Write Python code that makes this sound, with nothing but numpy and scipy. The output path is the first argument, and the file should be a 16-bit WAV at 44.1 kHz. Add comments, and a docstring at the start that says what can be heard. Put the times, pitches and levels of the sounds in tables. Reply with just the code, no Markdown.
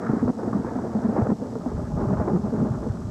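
"""Storm wind in an open field buffets the microphone of a tape camcorder, close and rough.
Shaped noise rushes and rumbles over the housing, with sharp slaps, deep thumps and a soft cavity drone.
The hardest buffets make the cavity hoot briefly, mostly near 220 Hz, as wavering tones with an overtone.
Underneath are tape hiss (noise), the faint buzz of the switching heads (ticks) and a thin whine (sines)."""
import sys
import numpy as np
from scipy import signal
from scipy.fft import rfft, irfft
from scipy.io import wavfile
from scipy.ndimage import uniform_filter1d

SR = 44100
rng = np.random.default_rng(int(sys.argv[2]) if len(sys.argv) > 2 else 0)


def wav_record(signal):
    """Record a signal, one row per channel, as 16-bit PCM in the file named by sys.argv[1]."""
    frames = np.transpose(np.atleast_2d(signal))
    bounded = np.clip(frames, -1, 1)
    # unit amplitude maps onto the largest positive 16-bit level
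    quanta = np.round(bounded * 32767).astype(np.int16)
    wavfile.write(sys.argv[1], SR, quanta)


N = 136710

# wind force at the microphone: t/s, level/dB (before each layer's own trim)
WIND_FORCE = [(0, -31), (.04, -32.5), (.1, -37), (.2, -38.5), (.295, -36.5), (.325, -45.5), (.375, -40.5),
              (.41, -35.5), (.6, -38), (.92, -37), (1.1, -33.5), (1.18, -27.5), (1.245, -33.5),
              (1.315, -36), (1.35, -45.5), (1.46, -37), (1.51, -43.5), (1.62, -41), (1.7, -40),
              (1.92, -39.5), (1.99, -31.5), (2.14, -33.5), (2.2, -35), (2.3, -29), (2.4, -41),
              (2.47, -34.5), (2.56, -39), (2.6, -33.5), (2.68, -35.5), (2.86, -39), (3.1, -43)]
# colour of the turbulence: f/Hz, relative density/dB
RUSH_COLOUR = [(60, -33.5), (130, -9), (220, -0.5), (320, -2.5), (520, -4), (900, -11.5), (1400, -22.5),
               (1900, -30), (2500, -47.5), (4000, -78.5), (12000, -98.5)]
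# resonances of the housing: f/Hz, width/Hz, lift/dB
HOUSING_MODES = [(231, 91, 7), (440, 89, 5.5), (690, 110, 4.5), (892, 55, 5.5), (1265, 25, 4)]
EDDY_RATE, FLUTTER_RATE = 39, 193  # rough changes per second
FLUTTER_DB = 2  # rms swing


def undb(db):
    """Decibels to gain."""
    return 10 ** (np.asarray(db) / 20)


def unit(x):
    """Scale to rms 1."""
    return x / np.sqrt(np.mean(x ** 2) + 1e-18)


def curve(rows):
    """A table of (t/s, value) joined by straight lines."""
    return np.interp(np.arange(N) / SR, *np.array(rows).T)


def walk(rate):
    """Smooth chance with rms 1, changing about rate times a second."""
    k = max(int(SR / rate), 1)
    once = uniform_filter1d(rng.standard_normal(N), k, mode="wrap")
    return unit(uniform_filter1d(once, k, mode="wrap"))


def colour(x, points, peaks=()):
    """Causal filter from a spectrum of (f/Hz, dB) points and resonances (f/Hz, width/Hz, lift/dB); rms 1."""
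    f = np.maximum(np.arange(N // 2 + 1) * SR / N, 1)
    hz, db = np.array(points).T
    shape = np.interp(np.log(f), np.log(hz), db)
    for centre, width, lift in peaks:
        shape = shape + lift / (1 + (2 * (f - centre) / width) ** 2)
    # folding the cepstrum forward in time gives minimum phase
    cepstrum = irfft(np.log(undb(shape)), N)
    cepstrum[1:N // 2] *= 2
    cepstrum[N // 2 + 1:] = 0
    return unit(irfft(rfft(x) * np.exp(rfft(cepstrum)), N))


def veering(before, after):
    """Hand over from one sound to the other as the wind changes direction."""
    middle_s, lasts_s = 1.6, 0.16
    veer = np.clip((np.arange(N) / SR - middle_s) / lasts_s + .5, 0, 1)
    return (1 - veer) * before + veer * after


def tape():
    """Hiss, a tiny tick at each switch of the heads, and a thin whine of three unsteady tones."""
    # colour of hiss and ticks: f/Hz, relative density/dB
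    hiss_colour = [(500, -1), (2800, -4.5), (4000, -2), (5500, 1.5), (7000, -1), (8000, -4), (9000, -9.5),
                   (11000, -13.5), (13300, -16.5)]
    # whine pitches: f/Hz
    whine_hz = [7134, 7851.5, 7911.5]
    # strength and unsteadiness of each whine: level/dB, rms waver/Hz
    whine_levels = [(-77, 4.7), (-76, 0.55), (-80, 0.46)]
    hiss_db, buzz_db = -59.5, -66.5
    switch_hz, first_tick_s, tick_s = 59.94, 0.0018, 0.00058
    t = np.arange(N) / SR
    since_first = t - first_tick_s
    ticks = rng.standard_normal(N) * (since_first % (1 / switch_hz) < tick_s)
    steps = np.diff(np.floor(since_first * switch_hz), prepend=-1)  # one click per switch
    buzz = colour(unit(steps) + 0.24 * unit(ticks), hiss_colour)
    whine = np.zeros(N)
    for hz, (db, waver) in zip(whine_hz, whine_levels):
        cycles = np.cumsum(hz + waver * walk(22)) / SR
        whine += undb(db) * np.sqrt(2) * np.sin(2 * np.pi * cycles)
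    hiss = colour(rng.standard_normal(N), hiss_colour)
    return undb(hiss_db) * hiss + undb(buzz_db) * buzz + whine


def cavity():
    """The passing air keeps the cavity droning softly, as resonated noise that is louder as the wind rises."""
    drone_hz, width_hz, drone_db = 223.4, 94, -34.5
    follow = 0.33  # dB of drone per dB of wind
    b, a = signal.iirpeak(drone_hz, drone_hz / width_hz, fs=SR)
    once = signal.lfilter(b, a, rng.standard_normal(N))
    drone = unit(signal.lfilter(b, a, once))
    gust = curve(WIND_FORCE)
    return undb(drone_db + follow * (gust - gust.mean())) * drone


def rumble():
    """Large eddies push on the diaphragm itself, deeper once the wind has veered."""
    # level of the deep rumble: t/s, level/dB (before the trim)
    rumble_level = [(0, -44), (.1, -39.5), (.16, -39), (.26, -26.5), (.34, -42.5), (.55, -36), (.85, -39.5),
                    (1.0, -36), (1.25, -35), (1.38, -41), (1.68, -40.5), (1.78, -31), (1.88, -35),
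                    (1.95, -26), (2.2, -30.5), (2.48, -35), (2.6, -29.5), (2.8, -33.5), (3.1, -36)]
    # colour before the wind veers: f/Hz, relative density/dB
    deep_colour = [(15, -36), (30, -19), (52, -9), (115, 4), (170, -4.5), (260, -9), (500, -42.5),
                   (3000, -93)]
    # colour after it veers: f/Hz, relative density/dB
    veered_colour = [(15, -33.5), (30, -17), (52, 0), (100, 0.5), (135, 0), (170, 0.5), (260, -16.5),
                     (500, -49), (3000, -88)]
    trim_db = 0.5
    eddies = rng.standard_normal(N)
    heard = veering(colour(eddies, deep_colour), colour(eddies, veered_colour))
    return heard * undb(curve(rumble_level) + trim_db)


def thumps():
    """The largest eddies shove the diaphragm for a few slow cycles that swell and fade."""
    # deep thumps: t/s, level/dB, f/Hz
    thump_list = [(0.093, -19.5, 132), (1.218, -15.5, 110.5), (1.744, -26, 105), (1.834, -31, 90),
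                  (1.911, -24, 139), (2.185, -22, 102), (2.602, -18.5, 148), (2.702, -19.5, 121),
                  (2.896, -19.5, 106), (3.046, -22.5, 93)]
    peak_s = 0.0084  # time from onset to the strongest point
    t, out = np.arange(N) / SR, np.zeros(N)
    for (start, db, hz), turn in zip(thump_list, rng.random(len(thump_list))):
        at = (t >= start) & (t < start + 10 * peak_s)
        age = t[at] - start
        swell = (age / peak_s * np.exp(1 - age / peak_s)) ** 2
        out[at] += undb(db) * swell * np.sqrt(2) * np.sin(2 * np.pi * (hz * age + turn))
    return out


def slaps():
    """Small fast eddies burst on the housing: a pressure kick and a flurry, each ringing at its own pitch."""
    # sharp slaps of air: t/s, level/dB (before the trim), ring f/Hz, flurry decay/s
    slap_list = [(.092, -19, 450, 0.0051), (.278, -17, 382, .006), (.292, -16.5, 350, 0.0043),
                 (.389, -25.5, 503, 0.02), (.432, -21.5, 373, 0.0079), (.53, -20, 1175, 0.0093),
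                 (.576, -26, 640, 0.0045), (.647, -18, 332, .002), (.712, -23, 797, 0.0056),
                 (0.756, -21.5, 395, 0.0041), (.787, -21, 448, 0.0097), (.838, -26, 760, 0.0089),
                 (1.164, -19.5, 820, .008), (1.179, -18.5, 400, .008), (1.221, -17, 663, 0.0051),
                 (1.269, -15.5, 359, 0.0047), (1.302, -16, 327, .004), (1.318, -20, 644, 0.0041),
                 (1.417, -30, 462, 0.0057), (1.555, -19.5, 420, .004), (1.66, -23, 890, 0.0065),
                 (1.715, -29, 433, 0.017), (1.976, -24, 389, 0.02), (2.171, -25.5, 840, 0.032),
                 (2.199, -19, 614, .016), (2.276, -18, 393, 0.018), (2.297, -26, 885, 0.0079),
                 (2.36, -21, 400, 0.011), (2.58, -27, 390, .012), (2.831, -25.5, 426, 0.0088)]
    # colour of all slaps: f/Hz, relative density/dB
    slap_colour = [(60, -21.5), (200, 3.5), (400, 0.5), (900, -8), (1400, -15), (1900, -32), (2500, -46.5),
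                   (4000, -77.5)]
    kick, attack_s, trim_db = 7.2, 0.00094, -1.5
    ring_q, ring_db = 11, 7
    t, burst = np.arange(N) / SR, np.zeros(N)
    for start, db, hz, decay in slap_list:
        age = t - start
        envelope = np.clip(age / attack_s, 0, 1) * np.exp(-np.abs(age) / decay)
        flurry = rng.standard_normal(N) * envelope + 1e-18
        flurry[int(start * SR)] += kick
        ring = signal.lfilter(*signal.iirpeak(hz, ring_q, fs=SR), flurry)
        burst += undb(db) * (flurry + undb(ring_db) * ring)
    return undb(trim_db) * np.std(burst) * colour(burst, slap_colour)


def edge():
    """Fine eddies add a thin rough hiss of air at the edge of the opening."""
    # colour of the edge hiss: f/Hz, relative density/dB
    edge_colour = [(300, -32), (800, 0), (1300, 3.5), (1700, -4.5), (2200, -18), (3000, -39.5), (6000, -66)]
    # its level: t/s, level/dB
    edge_level = [(0, -48), (.05, -38.5), (.125, -43), (.19, -43), (.29, -47.5), (.34, -58), (.46, -47),
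                  (.535, -47), (.61, -49), (.67, -40.5), (.73, -52), (.765, -44), (.81, -46.5), (1.0, -45),
                  (1.18, -43.5), (1.32, -48), (1.35, -69), (1.46, -54), (1.52, -54.5), (1.73, -48.5),
                  (1.88, -54), (2.1, -43.5), (2.24, -47), (2.3, -52), (2.42, -50), (3.1, -52.5)]
    eddy_db = 2.5  # rms swing
    flutter = undb(FLUTTER_DB * walk(FLUTTER_RATE) + eddy_db * walk(EDDY_RATE))
    return colour(rng.standard_normal(N) * flutter, edge_colour) * undb(curve(edge_level))


def buffets():
    """Each buffet blows the cavity into a short wavering hoot with an overtone, and a puff of turbulence."""
    # hard buffets: t/s, length before release/s, level/dB (before hoot and puff trims), f/Hz,
    # overtone/dB relative to the hoot
    buffet_list = [(.094, 0.0088, -16, 246, -5.5), (.132, 0.006, -11, 250, -20),
                   (0.148, 0.005, -22.5, 256, -11), (.168, 0.0065, -20, 260, -22),
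                   (0.225, 0.018, -15, 234.4, -13.5), (0.258, 0.013, -18, 259, -22),
                   (0.282, 0.019, -19, 227.5, -14), (.298, 0.0047, -10, 245, -14),
                   (0.475, 0.0077, -14, 227, -34), (0.548, 0.016, -14, 229, -17),
                   (0.569, 0.006, -20, 236, -27), (.594, 0.0072, -18, 228, -25),
                   (0.759, 0.0083, -19, 250, -12), (.949, 0.03, -16.5, 220.2, -18),
                   (1.046, 0.019, -14.5, 229, -21), (1.085, 0.026, -18.5, 218, -15),
                   (1.186, 0.019, -14, 212.6, -15.5), (1.288, 0.019, -18, 231.5, -28),
                   (1.316, .014, -13, 223, -11.5), (1.415, 0.014, -21.5, 229, -5),
                   (1.553, 0.015, -24, 232, -1), (1.662, 0.019, -22, 231.4, -18),
                   (2.129, 0.0092, -17, 172, -16), (2.331, 0.044, -14.5, 191.7, -7),
                   (2.394, 0.0055, -23, 210, -21), (2.438, .034, -18.5, 219.3, -19.5),
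                   (2.525, 0.03, -18.5, 212, -10), (2.57, 0.046, -23.5, 214.6, -8),
                   (2.622, 0.011, -13, 228, -21), (2.64, 0.018, -23.5, 276, -11),
                   (2.862, 0.017, -22.5, 231, -5.5)]
    attack_s, release_s, sag_db_per_s = 0.0025, 0.0055, 105.5
    hoot_db, puff_db, overtone_ratio = -2, -14.5, 1.94
    pitch_waver = 0.078  # rms, as a share of the pitch
    t, out = np.arange(N) / SR, np.zeros(N)
    wavering_time = np.cumsum(1 + pitch_waver * walk(210)) / SR
    puff = undb(puff_db) * colour(rng.standard_normal(N), RUSH_COLOUR, HOUSING_MODES)
    for start, length, db, hz, overtone_db in buffet_list:
        at = (t >= start) & (t < start + length + 10 * release_s)
        age = t[at] - start
        attack = np.minimum(age / attack_s, 1)
        release = np.exp(-np.maximum(age - length, 0) / release_s)
        envelope = attack * release * undb(-sag_db_per_s * age)
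        phase = 2 * np.pi * hz * (wavering_time[at] - wavering_time[at][0])
        overtone = undb(overtone_db) * np.sin(overtone_ratio * phase)
        hoot = np.sqrt(2) * (np.sin(phase) + overtone)
        out[at] += undb(db) * envelope * (undb(hoot_db) * hoot + puff[at])
    return out


def rush():
    """Turbulence that flutters with each eddy, coloured by the side of the housing that it strikes."""
    # colour after the wind veers to another side of the housing: f/Hz, relative density/dB
    veered_colour = [(60, -16.5), (130, -5.5), (220, -3.5), (320, -5), (520, -14.5), (900, -16),
                     (1400, -23.5), (1900, -38.5), (2500, -47.5), (4000, -63.5), (12000, -68)]
    # resonances struck from that side: f/Hz, width/Hz, lift/dB
    veered_modes = [(213, 75, 9), (407.4, 90, 10.5), (612, 126, 13), (839, 106, 9), (1042, 50, 7),
                    (1213, 83, 9)]
    trim_db, eddy_db = 5, 1.52  # eddy_db is an rms swing
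    flutter = undb(eddy_db * walk(EDDY_RATE) + FLUTTER_DB * walk(FLUTTER_RATE))
    eddies = unit(rng.standard_normal(N) * flutter)
    before = colour(eddies, RUSH_COLOUR, HOUSING_MODES)
    after = colour(eddies, veered_colour, veered_modes)
    return veering(before, after) * undb(curve(WIND_FORCE) + trim_db)


def scene():
    """All the wind at the microphone, as one channel."""
    return (cavity() + rumble() + thumps() + slaps() + edge() + buffets() + rush())[None]


def record(dry):
    """The microphone rounds the hardest peaks, the tape adds its noise, and the top is cut."""
    ceiling = undb(-9.5)
    top_hz = 13000
    rounded = ceiling * np.tanh(dry / ceiling)
    low_pass = signal.ellip(8, .2, 70, top_hz, fs=SR, output="sos")
    return signal.sosfilt(low_pass, rounded + tape())


dry = scene()
out = record(dry)
wav_record(out)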